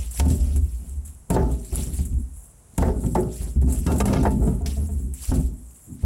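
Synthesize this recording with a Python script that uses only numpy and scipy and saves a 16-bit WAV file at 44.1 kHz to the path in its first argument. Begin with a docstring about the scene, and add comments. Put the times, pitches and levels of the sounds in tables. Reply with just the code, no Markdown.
"""Cabbage leaves on a steel counter

Crisp leaves are handled on a cutting board: grainy noise rustles and short noise bursts snap.
The board lies on a thin steel counter; pushes drive its modes with jolting noise and sway the cabinet's low tones.
Blows strike those modes afresh, with a board knock, a cabinet thud and a crack of noise.
A knife is laid down and its handle rocks to rest as buzzing modes, over soft room tone.
A fast limiter ducks everything under the heaviest thuds."""
import sys
import numpy as np
from scipy import signal
from scipy.fft import rfft, irfft, next_fast_len
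from scipy.io import wavfile
from scipy.ndimage import uniform_filter1d, minimum_filter1d, map_coordinates

SR = 44100
rng = np.random.default_rng(int(sys.argv[2]) if len(sys.argv) > 2 else 0)


def digitize_waveform(pressure):
    """Quantize a signal to 16-bit integers and store it at the path in sys.argv[1].

    Rows of a 2-D input are taken as channels; values are limited to [-1, 1].
    """
    field = np.atleast_2d(pressure).T
    bounded = np.clip(field, -1, 1)
    quanta = np.round(bounded * 32767).astype(np.int16)
    wavfile.write(sys.argv[1], SR, quanta)


N = 266805


def amp(db):
    """Decibels to gain."""
    return 10 ** (np.asarray(db) / 20)


def unit(x):
    """Scale to rms 1."""
    return x / np.sqrt(np.mean(x ** 2) + 1e-20)


def noise(length=N):
    """White noise."""
    return rng.standard_normal(length)


def wobble(rate):
    """A smooth random curve with rate knots a second."""
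    knots = rng.standard_normal(int(N * rate / SR) + 4)
    return map_coordinates(knots, [np.arange(N) * rate / SR])


def filtered(x, response):
    """Shape the spectrum of x by a response of frequency."""
    size = next_fast_len(len(x) + SR)
    hz = np.fft.rfftfreq(size, 1 / SR)
    return irfft(rfft(x, size) * response(hz), size)[:len(x)]


def coloured(x, points):
    """EQ x through (f/Hz, level/dB) points on a log axis, then scale to rms 1."""
    f, db = np.transpose(points)
    return unit(filtered(x, lambda hz: amp(np.interp(np.log(hz + 1), np.log(f + 1), db))))


def ring(modes, t, scatter_db, tilt=((1, 0), (SR, 0))):
    """Decaying sine modes, newly scattered in pitch and level; tilt (f/Hz, level/dB) is where and how hard they are hit."""
    hz, db, t60 = np.transpose(modes)[:, :, None]
    level_draw, pitch_draw = rng.standard_normal((2, len(modes), 1))
    mode_db = db + np.interp(hz, *np.transpose(tilt)) + scatter_db * level_draw
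    tones = np.sin(2 * np.pi * hz * (1 + 0.01845 * pitch_draw) * t)
    return np.sum(amp(mode_db - 60 * t / t60) * tones, axis=0)


def attack(t, rise_s):
    """An exponential swell from silence."""
    return 1 - np.exp(-t / rise_s)


def add(track, s, sound):
    """Mix sound into track at s seconds."""
    part = track[round(s * SR):][:len(sound)]
    part += sound[:len(part)]


def gestures(start_s, held_s, db, rise_db_s, fall_db_s):
    """Gain of overlapping gestures: each swells to its level by its start, holds it and dies away."""
    t = np.arange(0, N / SR + .002, .001)[:, None]
    before_s = np.maximum(start_s - t, 0)
    after_s = np.maximum(t - start_s - held_s, 0)
    each_db = db - rise_db_s * before_s - fall_db_s * after_s
    gain = np.sqrt(np.sum(amp(each_db) ** 2, axis=1))
    return np.interp(np.arange(N) / SR, t[:, 0], gain)


# room tone colour: (f/Hz, relative level/dB)
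ROOM_COLOUR = [(20, -30), (30, -14), (42, 1.5), (60, -0.5), (110, -3), (300, -18.5), (900, -23),
               (1800, -32.5), (4500, -40), (7500, -24), (11000, -23), (13000, -45), (16000, -40)]


def room_tone():
    """Soft coloured noise whose level drifts slowly."""
    return amp(-53.5 + wobble(2.26)) * coloured(noise(), ROOM_COLOUR)


# the hand pushes the board against the counter:
# (start t/s, held t/s, steel level/dB, high modes re steel level/dB, lower sway level/dB, upper sway level/dB)
HAND_PUSHES = [(0, 0.0067, -44, -13, -25, -27), (0.201, 0.085, -21.5, -13.5, -25.5, -11),
               (0.398, 0.21, -39, -14, -19.5, -21), (.8, 0.27, -47.5, -21.5, -36, -34),
               (1.315, 0.071, -19, -9, -19.5, -16.5), (1.41, 0.1, -41, -2, -25, -50),
               (1.729, 0.088, -33.5, -11, -27.5, -27.5), (1.87, 0.21, -39.5, -20, -30, -35.5),
               (2.119, 0.065, -40.5, -31, -23.5, -23), (2.73, .04, -57, -12, -60, -65),
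               (2.794, 0.086, -23, -7, -19, -17), (2.97, 0.034, -37, -20, -23, -31),
               (3.04, 0.051, -24.5, -27, -28, -27), (3.166, 0.032, -23, -12.5, -27.5, -44),
               (3.41, 0.038, -40.5, -12.5, -27.5, -33), (3.566, 0.11, -22.5, -32, -27, -14.5),
               (3.7, 0.11, -35.5, -13, -26.5, -27), (3.88, 0.05, -22, -8.5, -27.5, -18.5),
               (4.016, .29, -19, -11.5, -20.5, -21.5), (4.419, 0.061, -25, -16, -20.5, -25),
               (4.62, 0.092, -37.5, -11.5, -34, -22), (4.78, 0.063, -36.5, -18, -34, -20.5),
               (4.91, 0.17, -39, -25.5, -31, -28.5), (5.294, 0.076, -33, -16, -18.5, -17),
               (5.325, 0.031, -26.5, -16.5, -27, -36), (5.886, 0.062, -35.5, -46, -55, -48),
               (6.04, .05, -29, -12.5, -29, -21.5)]
PUSH_RISE_DB_S = 1500
SWAY_HZ = (54.87, 71.2, 39.06)  # lower, upper, and a deeper mode that moves with the lower one
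SWAY_FALL_DB_S = (85, 137, 85)
DEEP_DB = -10  # deeper mode re lower


def sway():
    """Low cabinet modes, driven unsteadily by the pushes, drift in pitch and beat against each other."""
    track = np.zeros(N)
    start_s, held_s, _, _, lower_db, upper_db = np.transpose(HAND_PUSHES)
    levels_db = (lower_db, upper_db, lower_db + DEEP_DB)
    for level_db, fall_db_s, mode_hz in zip(levels_db, SWAY_FALL_DB_S, SWAY_HZ):
        phase = 2 * np.pi * np.cumsum(mode_hz + 4 * wobble(9)) / SR
        level = gestures(start_s, held_s, level_db, PUSH_RISE_DB_S, fall_db_s)
        unsteady = amp(3.76 * wobble(22))
        track += np.sqrt(2) * level * unsteady * np.sin(phase)
    return track


# modes of the thin steel counter top: (f/Hz, relative level/dB, t60/s)
STEEL_MODES = [(176.9, -2.5, 0.28), (264.25, -7.5, 0.49), (373.8, -6.5, 0.43), (416.7, -15.5, 0.61),
               (525, -19, 0.45), (621, -19, 0.7), (692.7, -10.5, 0.25), (776, -2.5, 0.046),
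               (839.7, -16.5, 0.31), (881.5, -11, 0.28), (1127, -27, 0.17), (1308, -27, 0.11),
               (1347, -24.5, 0.2), (1481, -29, 0.25)]
STEEL_FALL_DB_S, HIGH_FALL_DB_S = 90.5, 125  # how fast each part dies once the hand lets go
HIGH_HELD = 0.47  # share of a push for which the board still slides
MIDDLE_DB, MIDDLE_FOLLOWS = -7.5, 0.41  # middle re low modes; share of the high modes' dB they follow


def counter():
    """The steel rings in its modes as the board shifts on it in small jolts; sliding wakes the higher ones."""
    start_s, held_s, steel_db, high_db = np.transpose(HAND_PUSHES)[:4]

    def pushed(db, fall_db_s, share=1):
        """Gain of one band of modes under the pushes."""
        return gestures(start_s, share * held_s, steel_db + db, PUSH_RISE_DB_S, fall_db_s)

    body = ring(STEEL_MODES, np.arange(SR // 2) / SR, scatter_db=2.5)
    jolts = amp(2.5 * wobble(35)) * noise()
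    dull = coloured(jolts, [(60, -33), (100, 2.5), (250, -0.5), (600, -10.5), (1400, -23), (3000, -45.5)])
    shaken = unit(signal.fftconvolve(jolts, body)[:N]) + 1.97 * dull

    def below(edge_hz):
        """The shaken steel under a smooth band edge."""
        return filtered(shaken, lambda hz: 1 / (1 + (hz / edge_hz) ** 8))

    low, up_to_middle = below(269), below(435)
    middle, high = up_to_middle - low, shaken - up_to_middle
    middle_db = MIDDLE_DB + MIDDLE_FOLLOWS * high_db
    return (pushed(0, STEEL_FALL_DB_S) * unit(low)
            + pushed(middle_db, STEEL_FALL_DB_S) * unit(middle)
            + pushed(high_db, HIGH_FALL_DB_S, HIGH_HELD) * unit(high))


# fine rustle with two treble peaks: (f/Hz, relative level/dB)
LEAF_COLOUR = [(2060, -18), (3500, -28), (4970, -34), (5820, -19.5), (6440, -10), (7510, 3.5), (9560, -1.5),
               (10700, 3), (11400, 0), (12400, -10.5), (16000, -13)]
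# coarser scrape: (f/Hz, relative level/dB)
SCRAPE_COLOUR = [(1500, -9), (2100, -3.5), (2600, 0), (4000, -2), (6000, 2), (9000, -34)]
# leaves rubbing: (start t/s, held t/s, rustle level/dB, scrape re rustle level/dB)
LEAF_RUBS = [(0, 0.034, -41.5, -8), (.116, 0.054, -40.5, -25), (.185, 0.011, -37.5, -5.5),
             (.29, 0.029, -38.5, -8), (.41, 0.11, -47, -7.5), (.63, 0.28, -51, -13),
             (1.056, 0.029, -47.5, -18), (1.31, 0.031, -41.5, 0), (1.51, 0.039, -49.5, -9.5),
             (1.63, .07, -49, -11.5), (1.761, 0.065, -36.5, -8.5), (1.94, 0.066, -41, -12.5),
             (2.2, 0.024, -55, -19), (2.37, 0.074, -51, -41), (2.76, .01, -57.5, -8),
             (2.787, 0.036, -43.5, -2.5), (3.01, 0.11, -46.5, -15.5), (3.17, 0.064, -48.5, -15),
             (3.34, 0.11, -43, -10), (3.7, 0.063, -40, -13.5), (3.82, 0.21, -45, -11.5),
             (4.06, 0.054, -44, -1), (4.135, 0.035, -44.5, 5), (4.23, 0.057, -45.5, -11),
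             (4.43, 0.056, -44, -21), (4.667, 0.04, -42, -5), (4.77, 0.23, -48, -23),
             (5.145, 0.022, -44, -25), (5.231, 0.097, -39.5, -7.5), (5.38, 0.03, -45.5, -12),
             (5.55, .4, -54.5, -23), (5.76, 0.026, -52.5, -20), (6.03, .03, -53, -6)]
RUB_RISE_DB_S, RUB_FALL_DB_S, SCRAPE_FALL_DB_S = 229, 119, 149
SUDDEN_S, SUDDEN_RISE_DB_S = .02, 3000  # a rub this soon after a snap starts this fast


def crumple(density, spike_db):
    """Many tiny leaf cracks on soft noise; patches of the spectrum brighten and fade."""
    cracks = (rng.random(N) < density / SR) * amp(spike_db * rng.exponential(size=N))
    crack_decay = amp(-60 * np.arange(900) / SR / 0.0053)
    bursts = np.convolve(cracks, crack_decay)[:N]
    spectrum = signal.stft((1 + 0.39 * bursts) * noise(), nperseg=256)[2]
    patches = uniform_filter1d(noise(spectrum.shape), 7, 0)  # smooth over frequency
    patches = uniform_filter1d(patches, 8, 1)  # and over time
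    return signal.istft(spectrum * amp(3.06 * unit(patches)), nperseg=256)[1][:N]


def rustle():
    """Rubbing leaves crackle finely over a coarser scrape, both following the strength of each rub."""
    start_s, held_s, rub_db, scrape_db = np.transpose(LEAF_RUBS)
    since_snap = start_s - np.transpose(RIB_SNAPS)[0][:, None]
    # leaves that a snap sets free start almost at once, the others swell
    freed = np.any((since_snap > 0) & (since_snap < SUDDEN_S), axis=0)
    rise_db_s = np.where(freed, SUDDEN_RISE_DB_S, RUB_RISE_DB_S)
    fine = amp(1.57 * wobble(45)) * coloured(crumple(density=190, spike_db=4), LEAF_COLOUR)
    coarse = amp(0.86 * wobble(25)) * coloured(crumple(density=170, spike_db=4), SCRAPE_COLOUR)
    fine_gain = gestures(start_s, held_s, rub_db, rise_db_s, RUB_FALL_DB_S)
    coarse_gain = gestures(start_s, held_s, rub_db + scrape_db, rise_db_s, SCRAPE_FALL_DB_S)
    return fine_gain * fine + coarse_gain * coarse


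# leaf ribs snapping: (t/s, nominal peak level/dB, low part re bright part level/dB)
RIB_SNAPS = [(0.1098, -22.5, -39), (0.196, -6, -3), (0.2816, -19.5, -13), (0.3, -22, -4),
             (0.5598, -21.5, -18), (1.05, -30, -36), (1.3007, -8, -42), (1.514, -27, -18),
             (1.6463, -28, -15), (1.725, -27, -19), (1.942, -24, -25), (2.0522, -22, -43),
             (2.778, -13.5, -21), (3.1486, -24, -6.5), (3.3563, -23.5, -37), (3.6134, -27, -14),
             (3.706, -28, -27), (3.7227, -15, -28), (3.7876, -26, -20), (3.8653, -15, -4),
             (3.9183, -22.5, -5), (3.9597, -24, -13), (3.9822, -16.5, -39), (4.004, -7, -16),
             (4.0546, -5.5, -9), (4.129, -23, 4), (4.228, -21, -22.5), (4.306, -25.5, -14),
             (4.6597, -24, 3), (5.1374, -22, -36), (5.3405, -27.5, -15)]
SNAP_CREST_DB = 6.5  # allowance for the peak of a snap over its rms


def snaps():
    """A breaking rib gives a sharp noise burst with a short, weaker echo tail."""
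    track, t = np.zeros(N), np.arange(SR // 5) / SR
    for s, db, low_db in RIB_SNAPS:
        burst = noise(len(t))
        shape = (amp(-60 * t / 0.011) + 0.41 * amp(-60 * t / 0.12)) * attack(t, 0.002)
        colour = coloured(burst, LEAF_COLOUR) + amp(low_db) * coloured(burst, SCRAPE_COLOUR)
        add(track, s, amp(db - SNAP_CREST_DB) * shape * colour)
    return track


# modes of the knife: (f/Hz, relative level/dB, t60/s)
KNIFE_MODES = [(206.6, 2.5, 0.68), (431, -0.5, 0.29), (688, 1.5, 0.1), (922, 2, 0.17), (1228, 2, 0.12),
               (1355, -2.5, 0.18), (1660, 1.5, 0.068), (2190, 0, 0.053), (2380, -18, .06),
               (2690, -12.5, 0.19), (3140, -3.5, 0.055), (3800, -8.5, 0.062), (5130, -10, 0.078)]
# its handle rocking on the steel: (t/s, level/dB, blade share level/dB)
HANDLE_ROCKS = [(3.869, -24.5, 0.5), (4.006, -15, -6.5), (4.079, -29, -3.5), (4.133, -23.5, -4),
                (4.165, -28, -4), (4.252, -22.5, -9.5), (4.426, -28, -32), (4.472, -29, -21),
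                (4.607, -38.5, -24), (4.655, -38.5, -40), (4.766, -37.5, -39), (4.888, -40, -25),
                (4.989, -56, -29)]


def rocking_knife():
    """Each rock strikes the knife's modes; the loose knife buzzes on the steel, so the ring flutters."""
    track, t = np.zeros(N), np.arange(SR // 2) / SR
    for s, db, blade_db in HANDLE_ROCKS:
        chatter = amp(1.72 * unit(uniform_filter1d(noise(len(t)), 250)))
        tones = ring(KNIFE_MODES, t, 2.0, [(700, 0), (1100, blade_db)])
        add(track, s, amp(db) * chatter * tones * attack(t, 0.0029))
    return track


# cabinet under the counter: (f/Hz, relative level/dB, t60/s)
CABINET_MODES = [(38.7, -10.5, 0.11), (54.2, -4.5, 0.19), (69.6, 6, 0.17), (111.5, -8, 0.38)]
# dead sound of the plastic board: (f/Hz, relative level/dB)
BOARD_COLOUR = [(150, -24), (400, 12), (800, -1.5), (1400, -9), (1800, -8), (2400, -23), (3500, -34.5)]
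# first contact of a blow: (f/Hz, relative level/dB)
CRACK_COLOUR = [(500, -20), (1200, -5.5), (2500, 7.5), (4500, -2.5), (7000, 5), (12000, -35)]
# blows on the counter: (t/s, ring level/dB, high modes re ring level/dB, thud level/dB, crack level/dB)
COUNTER_BLOWS = [(0.198, -17.5, 3.5, -16, -16), (.201, -42, -18.5, -5.5, -60), (0.259, -23, -22, -21, -36),
                 (0.559, -39.5, -6, -25, -44), (1.303, -14, 1, -9.5, -23.5),
                 (1.363, -4.5, -0.5, -13.5, -26), (1.987, -42.5, -2, -24, -45),
                 (2.002, -38.5, -20, -21.5, -60), (2.124, -45, -22, -23.5, -55),
                 (2.781, -15.5, -3.5, -14, -26.5), (2.823, -9.5, -2, -40, -35), (2.88, -7.5, -17, -28, -45),
                 (3.035, -23.5, -11, -36, -58), (3.061, -24, -26, -22, -42), (3.153, -14.5, 0.5, -25, -40),
                 (3.18, -8, -24, -28, -50), (3.405, -33.5, -5.5, -29, -62), (3.565, -48, -32, -12, -56),
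                 (3.617, -25.5, -9.5, -39, -51), (3.671, -20, -11, -26, -63), (3.864, -18, -2.5, -11, -31),
                 (4.002, -7.5, -2.5, -17, -17.5), (4.018, -27, -27, -2, -60),
                 (4.054, -12, -1.5, -13.5, -27), (4.135, -8.5, -6, -12, -21.5), (4.231, -14, -7, -28, -35),
                 (4.252, -15, 5.5, -31, -41), (5.316, -17, -7.5, -13, -41)]
LOW_OVER_THUD_DB = 5.5  # a heavy blow also sounds the lowest modes of the steel
THUD_LAG_S = 0.0051  # the cabinet answers just after the steel


def blows():
    """Each blow knocks the board, rings the steel, thuds in the cabinet and starts with a crack."""
    track, t = np.zeros(N), np.arange(SR // 2) / SR
    damped = 0.32 + amp(-60 * t / 0.14)  # the board settles on the steel and takes the first ring away
    # a crack is a tick with a weaker, longer tail
    sharp = (amp(-60 * t / .016) + .4 * amp(-60 * t / .09)) * attack(t, .0015)
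    for s, ring_db, high_db, thud_db, crack_db in COUNTER_BLOWS:
        low_db = np.clip(thud_db + LOW_OVER_THUD_DB - ring_db, -14, 12)
        # soft contacts crack little and swell slowly
        rise_s = 0.0025 * np.clip(amp(-.6 * (crack_db + 43)), 1, 8)
        tilt = [(265, low_db), (370, 0), (530, 0), (620, high_db + 2.5)]
        steel = damped * ring(STEEL_MODES, t, 3.4, tilt)
        knock = amp(high_db - 2 - 60 * t / 0.13) * coloured(noise(len(t)), BOARD_COLOUR)
        crack = amp(crack_db) * sharp * coloured(noise(len(t)), CRACK_COLOUR)
        thud = amp(thud_db) * ring(CABINET_MODES, t, scatter_db=1.5) * attack(t, 0.002)
        add(track, s, amp(ring_db) * (steel + knock) * attack(t, rise_s) + crack)
        add(track, s + THUD_LAG_S, thud)
    return track


def scene():
    """Mix room tone, cabinet, counter, leaves, knife and blows."""
    background = room_tone() + sway() + counter()
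    return (background + rustle() + snaps() + rocking_knife() + blows())[None]


TOP_HZ = 15900


def record(dry):
    """A fast limiter ducks around peaks, overshoots are rounded off, and the band is limited at both ends."""
    needed = np.minimum(1, amp(-9.8) / (np.abs(dry[0]) + 1e-9))
    # the hold reaches mostly after a peak, then the gain steps are smoothed
    held = minimum_filter1d(needed, int(.016 * SR), origin=int(.005 * SR))
    limited = dry[0] * uniform_filter1d(held, int(.007 * SR))
    rounded = limited / (1 + np.abs(limited / .4) ** 6) ** (1 / 6)
    # nothing passes above TOP_HZ; the bass rolls off around 25 Hz
    return filtered(rounded, lambda hz: (hz < TOP_HZ) * hz ** 2 / (hz ** 2 + 25 ** 2))[None]


dry = scene()
out = record(dry)
digitize_waveform(out)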